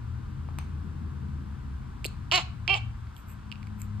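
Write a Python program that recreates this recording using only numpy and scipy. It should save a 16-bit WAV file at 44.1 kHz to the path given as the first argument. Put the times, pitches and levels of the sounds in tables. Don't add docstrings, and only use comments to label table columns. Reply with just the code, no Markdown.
import sys
import numpy as np
from scipy import signal
from scipy.fft import rfft, irfft
from scipy.io import wavfile

SR = 44100
rng = np.random.default_rng(int(sys.argv[2]) if len(sys.argv) > 2 else 0)


def to_wav(sig):
    pcm = np.clip(np.atleast_2d(sig), -1, 1) * 32767
    pcm = np.round(pcm).astype(np.int16)
    wavfile.write(sys.argv[1], SR, pcm.T)


N = 176400
T, HZ = np.arange(N) / SR, np.arange(N // 2 + 1) * SR / N


def from_db(db):
    return 10 ** (np.asarray(db) / 20)


def in_time(rows, t=T):
    times, *columns = np.transpose(rows)
    return [np.interp(t, times, column) for column in columns]


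def over_hz(points):
    hz, value = np.transpose(points)
    return np.interp(np.log(HZ + 1), np.log(hz), value)


def drift(rate_hz):
    slow = irfft(rfft(rng.standard_normal(N)) / (1 + (HZ / rate_hz) ** 4), N)
    return slow / slow.std()


def swells(rows):
    return sum(from_db(db) * np.exp(-.5 * ((T - s) / sigma_s) ** 2) for s, sigma_s, db in rows)


def add(out, start_s, sound):
    i = int(start_s * SR)
    out[i:i + len(sound)] += sound[:N - i]


def cavity(modes, size=2048):
    f = np.arange(size // 2 + 1) * SR / size
    shape = sum(from_db(db) / (1 + (2 * (f - hz) / width) ** 2) for hz, width, db in modes)
    low_cut = (f ** 2 + 10 ** 2) / (f ** 2 + 300 ** 2)
    cepstrum = irfft(np.log(shape * low_cut))
    cepstrum[1:size // 2] *= 2
    cepstrum[size // 2 + 1:] = 0
    response = irfft(np.exp(rfft(cepstrum)))[:size // 2]
    return response / np.linalg.norm(response)


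def through(x, modes):
    return signal.oaconvolve(x, cavity(modes))[:N]


def smear(x, centre_hz=3200, width_hz=2700):
    radius = np.exp(-np.pi * width_hz / SR)
    poles = [1, -2 * radius * np.cos(2 * np.pi * centre_hz / SR), radius ** 2]
    return signal.lfilter(np.flip(poles), poles, x)


# f/Hz, left-right correlation
COHERENCE = [(130, .93), (330, .4), (1300, .82), (2500, .35), (8000, .6)]

def wash(spectrum):
    gain = from_db(over_hz(spectrum)) / np.sqrt(1 + (HZ / spectrum[-1][0]) ** 30)
    coherence = over_hz(COHERENCE)
    split = np.sqrt(SR / 4 * np.array([1 + coherence, 1 - coherence]))
    mid, side = irfft(rfft(rng.standard_normal((2, N))) * gain * split, N)
    return np.array([mid + side, mid - side])


# f/Hz, density/(dB re 1/Hz) at unity gain
AIR_SPECTRUM = [(560, -96.5), (1000, -83.5), (1570, -88), (1900, -96), (3500, -101), (13000, -117)]
RUMBLE_SPECTRUM = [(22, -66), (42, -50), (80, -43.5), (140, -57), (300, -75)]
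ROAR_SPECTRUM = [(70, -110), (135, -48), (280, -61), (400, -69.5), (540, -78)]
# t/s, rumble gain/dB, roar gain/dB
TRAFFIC_GAINS = [(0, -10, -18), (1.1, -12.5, -13.5), (2.2, -11, -20), (2.95, -10, -25), (3.22, -18, -23),
                 (4, -10.5, -19)]

def air_and_traffic():
    rumble_gain, roar_gain = from_db(in_time(TRAFFIC_GAINS))
    return wash(AIR_SPECTRUM) + rumble_gain * wash(RUMBLE_SPECTRUM) + roar_gain * wash(ROAR_SPECTRUM)


# t/s, f/Hz, level/dB
ENGINE_DRONES = [
    [(0, 80.56, -42), (1.05, 81, -38), (1.75, 66.4, -38), (1.95, 52.25, -46.5)],
    [(0, 114.3, -40.5), (.65, 141.6, -46), (2.3, 121.8, -47), (2.8, 112.8, -36), (3.15, 116.1, -55),
     (3.7, 100.7, -43.5), (4, 102.5, -37)],
    [(1, 206.8, -52.5), (3.1, 211.5, -61.5), (3.55, 210.3, -53.5), (4, 206, -42.5)],
]

def engines(waver_hz=1.0, waver_db=1.5):
    out = np.zeros(N)
    for curve in ENGINE_DRONES:
        hz, db = in_time(curve)
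        outside_s = np.abs(T - np.clip(T, curve[0][0], curve[-1][0]))
        cycles = np.cumsum(hz + waver_hz * drift(rate_hz=5.14)) / SR
        rms = np.exp(-2 * outside_s) * from_db(db + waver_db * drift(rate_hz=8))
        out += np.sqrt(2) * rms * np.sin(2 * np.pi * cycles)
    return out


# f/Hz, width/Hz, level/dB
KNOCK_MODES = [(980, 650, 4.5), (2420, 690, -3), (4200, 2600, -13.5), (6150, 180, -4.5), (8530, 400, -2.5),
               (13200, 1900, -10)]
# t/s, level/dB, low-pass f/Hz
KNOCK_HITS = [(0.4879, -14, 845), (0.587, -14, 14000)]

def knocks():
    out = np.zeros(N)
    for s, db, cutoff_hz in KNOCK_HITS:
        lowpass = signal.butter(2, cutoff_hz, fs=SR)
        add(out, s, from_db(db) * signal.lfilter(*lowpass, cavity(KNOCK_MODES)))
    return out


# t/s, level/dB, ring f/Hz, relative spit level/dB
LIP_SMACKS = [(2.0447, -11, 2490, -8), (2.0505, -11, 2730, -2.5), (2.0582, -12.5, 4200, -5),
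              (2.0637, -17, 4350, 1.5), (3.071, -36.5, 1960, -27), (3.1655, -31, 3200, -4),
              (3.5168, -17.5, 2790, -22), (3.5245, -17.5, 2660, -18.5), (3.5565, -30, 2600, -24),
              (3.6298, -27, 2270, -22), (3.671, -30, 2250, -13), (3.8175, -32, 2320, 11.5)]
THROAT_CATCHES = [(2.3146, -2.5, 2940, -35), (2.3254, -6.5, 3070, -16), (2.3585, -2, 4380, -15.5),
                  (2.3778, -4, 4200, -21.5), (2.6785, -2, 2430, -35), (2.7425, -2, 2860, -32)]
# f/Hz, width/Hz, level/dB
SPIT_MODES = [(7900, 2350, -6.5), (13100, 1500, -10)]

def wet_clicks(rows, ring_width_hz=570, upper_mode=(4550, 1660, -14), spit_decay_s=0.0015):
    out, t = np.zeros(N), T[:SR // 100]
    for s, db, ring_hz, spit_db in rows:
        ring = cavity([(ring_hz, ring_width_hz, 0), upper_mode])
        spray = rng.standard_normal(len(t)) * np.exp(-t / spit_decay_s)
        spit = np.convolve(spray / np.linalg.norm(spray), cavity(SPIT_MODES))
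        add(out, s, from_db(db) * ring)
        add(out, s, from_db(db + spit_db) * spit)
    return smear(out)


def jaw_pop(start_s=2.054, level_db=-12, mode=(380, 400, 0), flutter_db=-6, decay_s=0.0058):
    out, t = np.zeros(N), T[:SR // 20]
    flutter = rng.standard_normal(len(t)) * np.exp(-t / decay_s)
    push = (t == 0) + from_db(flutter_db) * flutter / np.linalg.norm(flutter)
    add(out, start_s, from_db(level_db) * np.convolve(push, cavity([mode])))
    return out


def closing_mouth(throat, closure, sag=0.054, dull_db=-8.5, dull_above_hz=1800):
    return [(hz * (1 - sag * closure), width, db + dull_db * closure * (hz > dull_above_hz))
            for hz, width, db in throat]


# t/s, f/Hz, level/dB, roughness/0-1
FIRST_VOICE = [(2.3198, 319, -22, 0.37), (2.327, 321.6, -26.5, 0.25), (2.333, 351.4, -23.5, 0.06),
               (2.344, 365.8, -20.5, 0.04), (2.371, 372.5, -26.5, 0.1), (2.381, 334.2, -23.5, 0.06),
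               (2.394, 344.3, -32, 0.65), (2.42, 340, -53, .6)]
SECOND_VOICE = [(2.6818, 340, -27, 0.37), (2.692, 353.3, -32, 0.82), (2.702, 382.4, -23.5, 0.043),
                (2.722, 399, -27.5, 0.0089), (2.739, 382, -26, 0.037), (2.754, 412, -33, 0.98),
                (2.782, 420, -47, 0.74)]
# f/Hz, width/Hz, level/dB
WIDE_THROAT = [(837, 500, 3), (1217, 190, -3.5), (2270, 490, -3.5), (2860, 600, 3), (4290, 600, -2.5),
               (5420, 680, -15), (6920, 980, -14)]
NARROW_THROAT = [(830, 410, 2.5), (1217, 98, -10.5), (2340, 140, 6), (2740, 180, 9), (3180, 200, 3),
                 (4330, 550, -14.5), (5260, 410, -15.5), (7300, 700, -35)]

def chirp(curve, throat, jitter_cycles=.1, shimmer_db=4, rasp_db=-11, fundamental_db=-13.5):
    start_s, end_s = curve[0][0], curve[-1][0]
    hz, db, roughness = in_time(curve)
    voiced = (T >= start_s) & (T <= end_s)
    cycles = np.cumsum(hz * voiced) / SR
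    pulse_s = np.interp(np.arange(int(cycles[-1]) + 1), cycles[voiced], T[voiced])
    pulse_hz, pulse_db, creak = in_time(curve, pulse_s)
    closures = np.square((pulse_s - start_s) / (end_s - start_s))
    time_scatter, level_scatter = rng.standard_normal((N, 2))[:len(pulse_s)].T
    onsets_s = pulse_s + jitter_cycles * creak * time_scatter / pulse_hz
    heights = from_db(pulse_db + shimmer_db * creak * level_scatter) * np.sqrt(SR / pulse_hz)
    voice, taps = np.zeros(N), np.arange(-8, 9)
    for s, height, closure in zip(onsets_s, heights, closures):
        pulse = height * np.sinc(taps - s * SR % 1)
        ring = cavity(closing_mouth(throat, closure))
        add(voice, s + taps[0] / SR, np.convolve(pulse, ring))
    pulsed_hiss = (1 + np.cos(2 * np.pi * cycles)) * rng.standard_normal(N)
    rasp = from_db(db + rasp_db) * voiced * np.sqrt(roughness) * pulsed_hiss
    fundamental = from_db(db + fundamental_db) * voiced * np.sin(2 * np.pi * cycles)
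    return smear(voice + through(rasp, throat)) + fundamental


# t/s, sigma/s, level/dB
BREATH_PUFFS = [(2.356, 0.0082, -28), (2.405, 0.014, -42), (2.767, .012, -42)]
# f/Hz, width/Hz, level/dB
BREATH_MODES = [(3200, 2500, 5.5), (7060, 1270, -0.5)]

def breath():
    return through(swells(BREATH_PUFFS) * rng.standard_normal(N), BREATH_MODES)


# t/s, sigma/s, level/dB
TONGUE_STROKES = [(3.19, 0.023, -62.5), (3.31, 0.022, -57), (3.82, 0.021, -56)]

def licks(grains_per_s=3600, tongue_mode=(2400, 550, 0), top_mode=(12800, 2200, -2)):
    grains = (rng.random(N) < grains_per_s / SR) * rng.laplace(size=N)
    crackle = swells(TONGUE_STROKES) * grains / grains.std()
    return through(crackle, [tongue_mode, SPIT_MODES[0], top_mode])


def room(x, bass_t60_s=0.35, half_t60_hz=15980, delay_s=0.00087):
    t, tail = T[:SR], 0
    edges_hz = np.geomspace(150, 16000, 9)
    for low, high in zip(edges_hz, edges_hz[1:]):
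        bandpass = signal.butter(2, [low, high], "band", fs=SR, output="sos")
        band = signal.sosfilt(bandpass, rng.standard_normal((2, SR)))
        t60_s = bass_t60_s / (1 + low * high / half_t60_hz ** 2)
        tail = tail + band * from_db(-60 * t / t60_s)
    colour = signal.butter(1, [700, 7000], "band", fs=SR)
    tail = signal.lfilter(*colour, tail) * (t > delay_s)
    return signal.fftconvolve(x[None], tail / np.linalg.norm(tail[0]), axes=1)[:, :N]


# f/Hz, left over right/dB
CAT_PAN = [(350, 11), (1650, 3), (2400, -7.5), (3250, -14), (3800, 2.5), (5000, -10.5), (5600, 0)]
ROOM_PAN = [(60, 0), (250, 11), (550, 4.5), (2800, 0)]
# f/Hz, left lead/rad
PORT_LEAD = [(250, .1), (700, -1.7), (2000, -.7), (2800, .4), (3900, -.5), (4600, -.1), (5200, 2.2),
             (8200, 6.28), (15000, 16)]

def mic_ports(x, pan):
    lean = from_db(over_hz(pan) / 2)
    left, right = lean * np.exp(1j * over_hz(PORT_LEAD)), 1 / lean
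    return irfft(rfft(x) * np.array([left, right]), N)


def scene(cat_send_db=-15.5, knock_send_db=-6.5):
    background = air_and_traffic() + engines()
    taps = knocks()
    chirps = chirp(FIRST_VOICE, WIDE_THROAT) + chirp(SECOND_VOICE, NARROW_THROAT)
    clicks = wet_clicks(THROAT_CATCHES) + wet_clicks(LIP_SMACKS)
    cat = chirps + clicks + jaw_pop() + breath() + licks()
    reverb = room(from_db(cat_send_db) * cat + from_db(knock_send_db) * taps)
    return mic_ports(cat, CAT_PAN) + mic_ports(background + taps + reverb, ROOM_PAN)


def record(dry, stopband_hz=16250):
    return signal.sosfiltfilt(signal.cheby2(14, 50, stopband_hz, fs=SR, output="sos"), dry)


dry = scene()
out = record(dry)
to_wav(out)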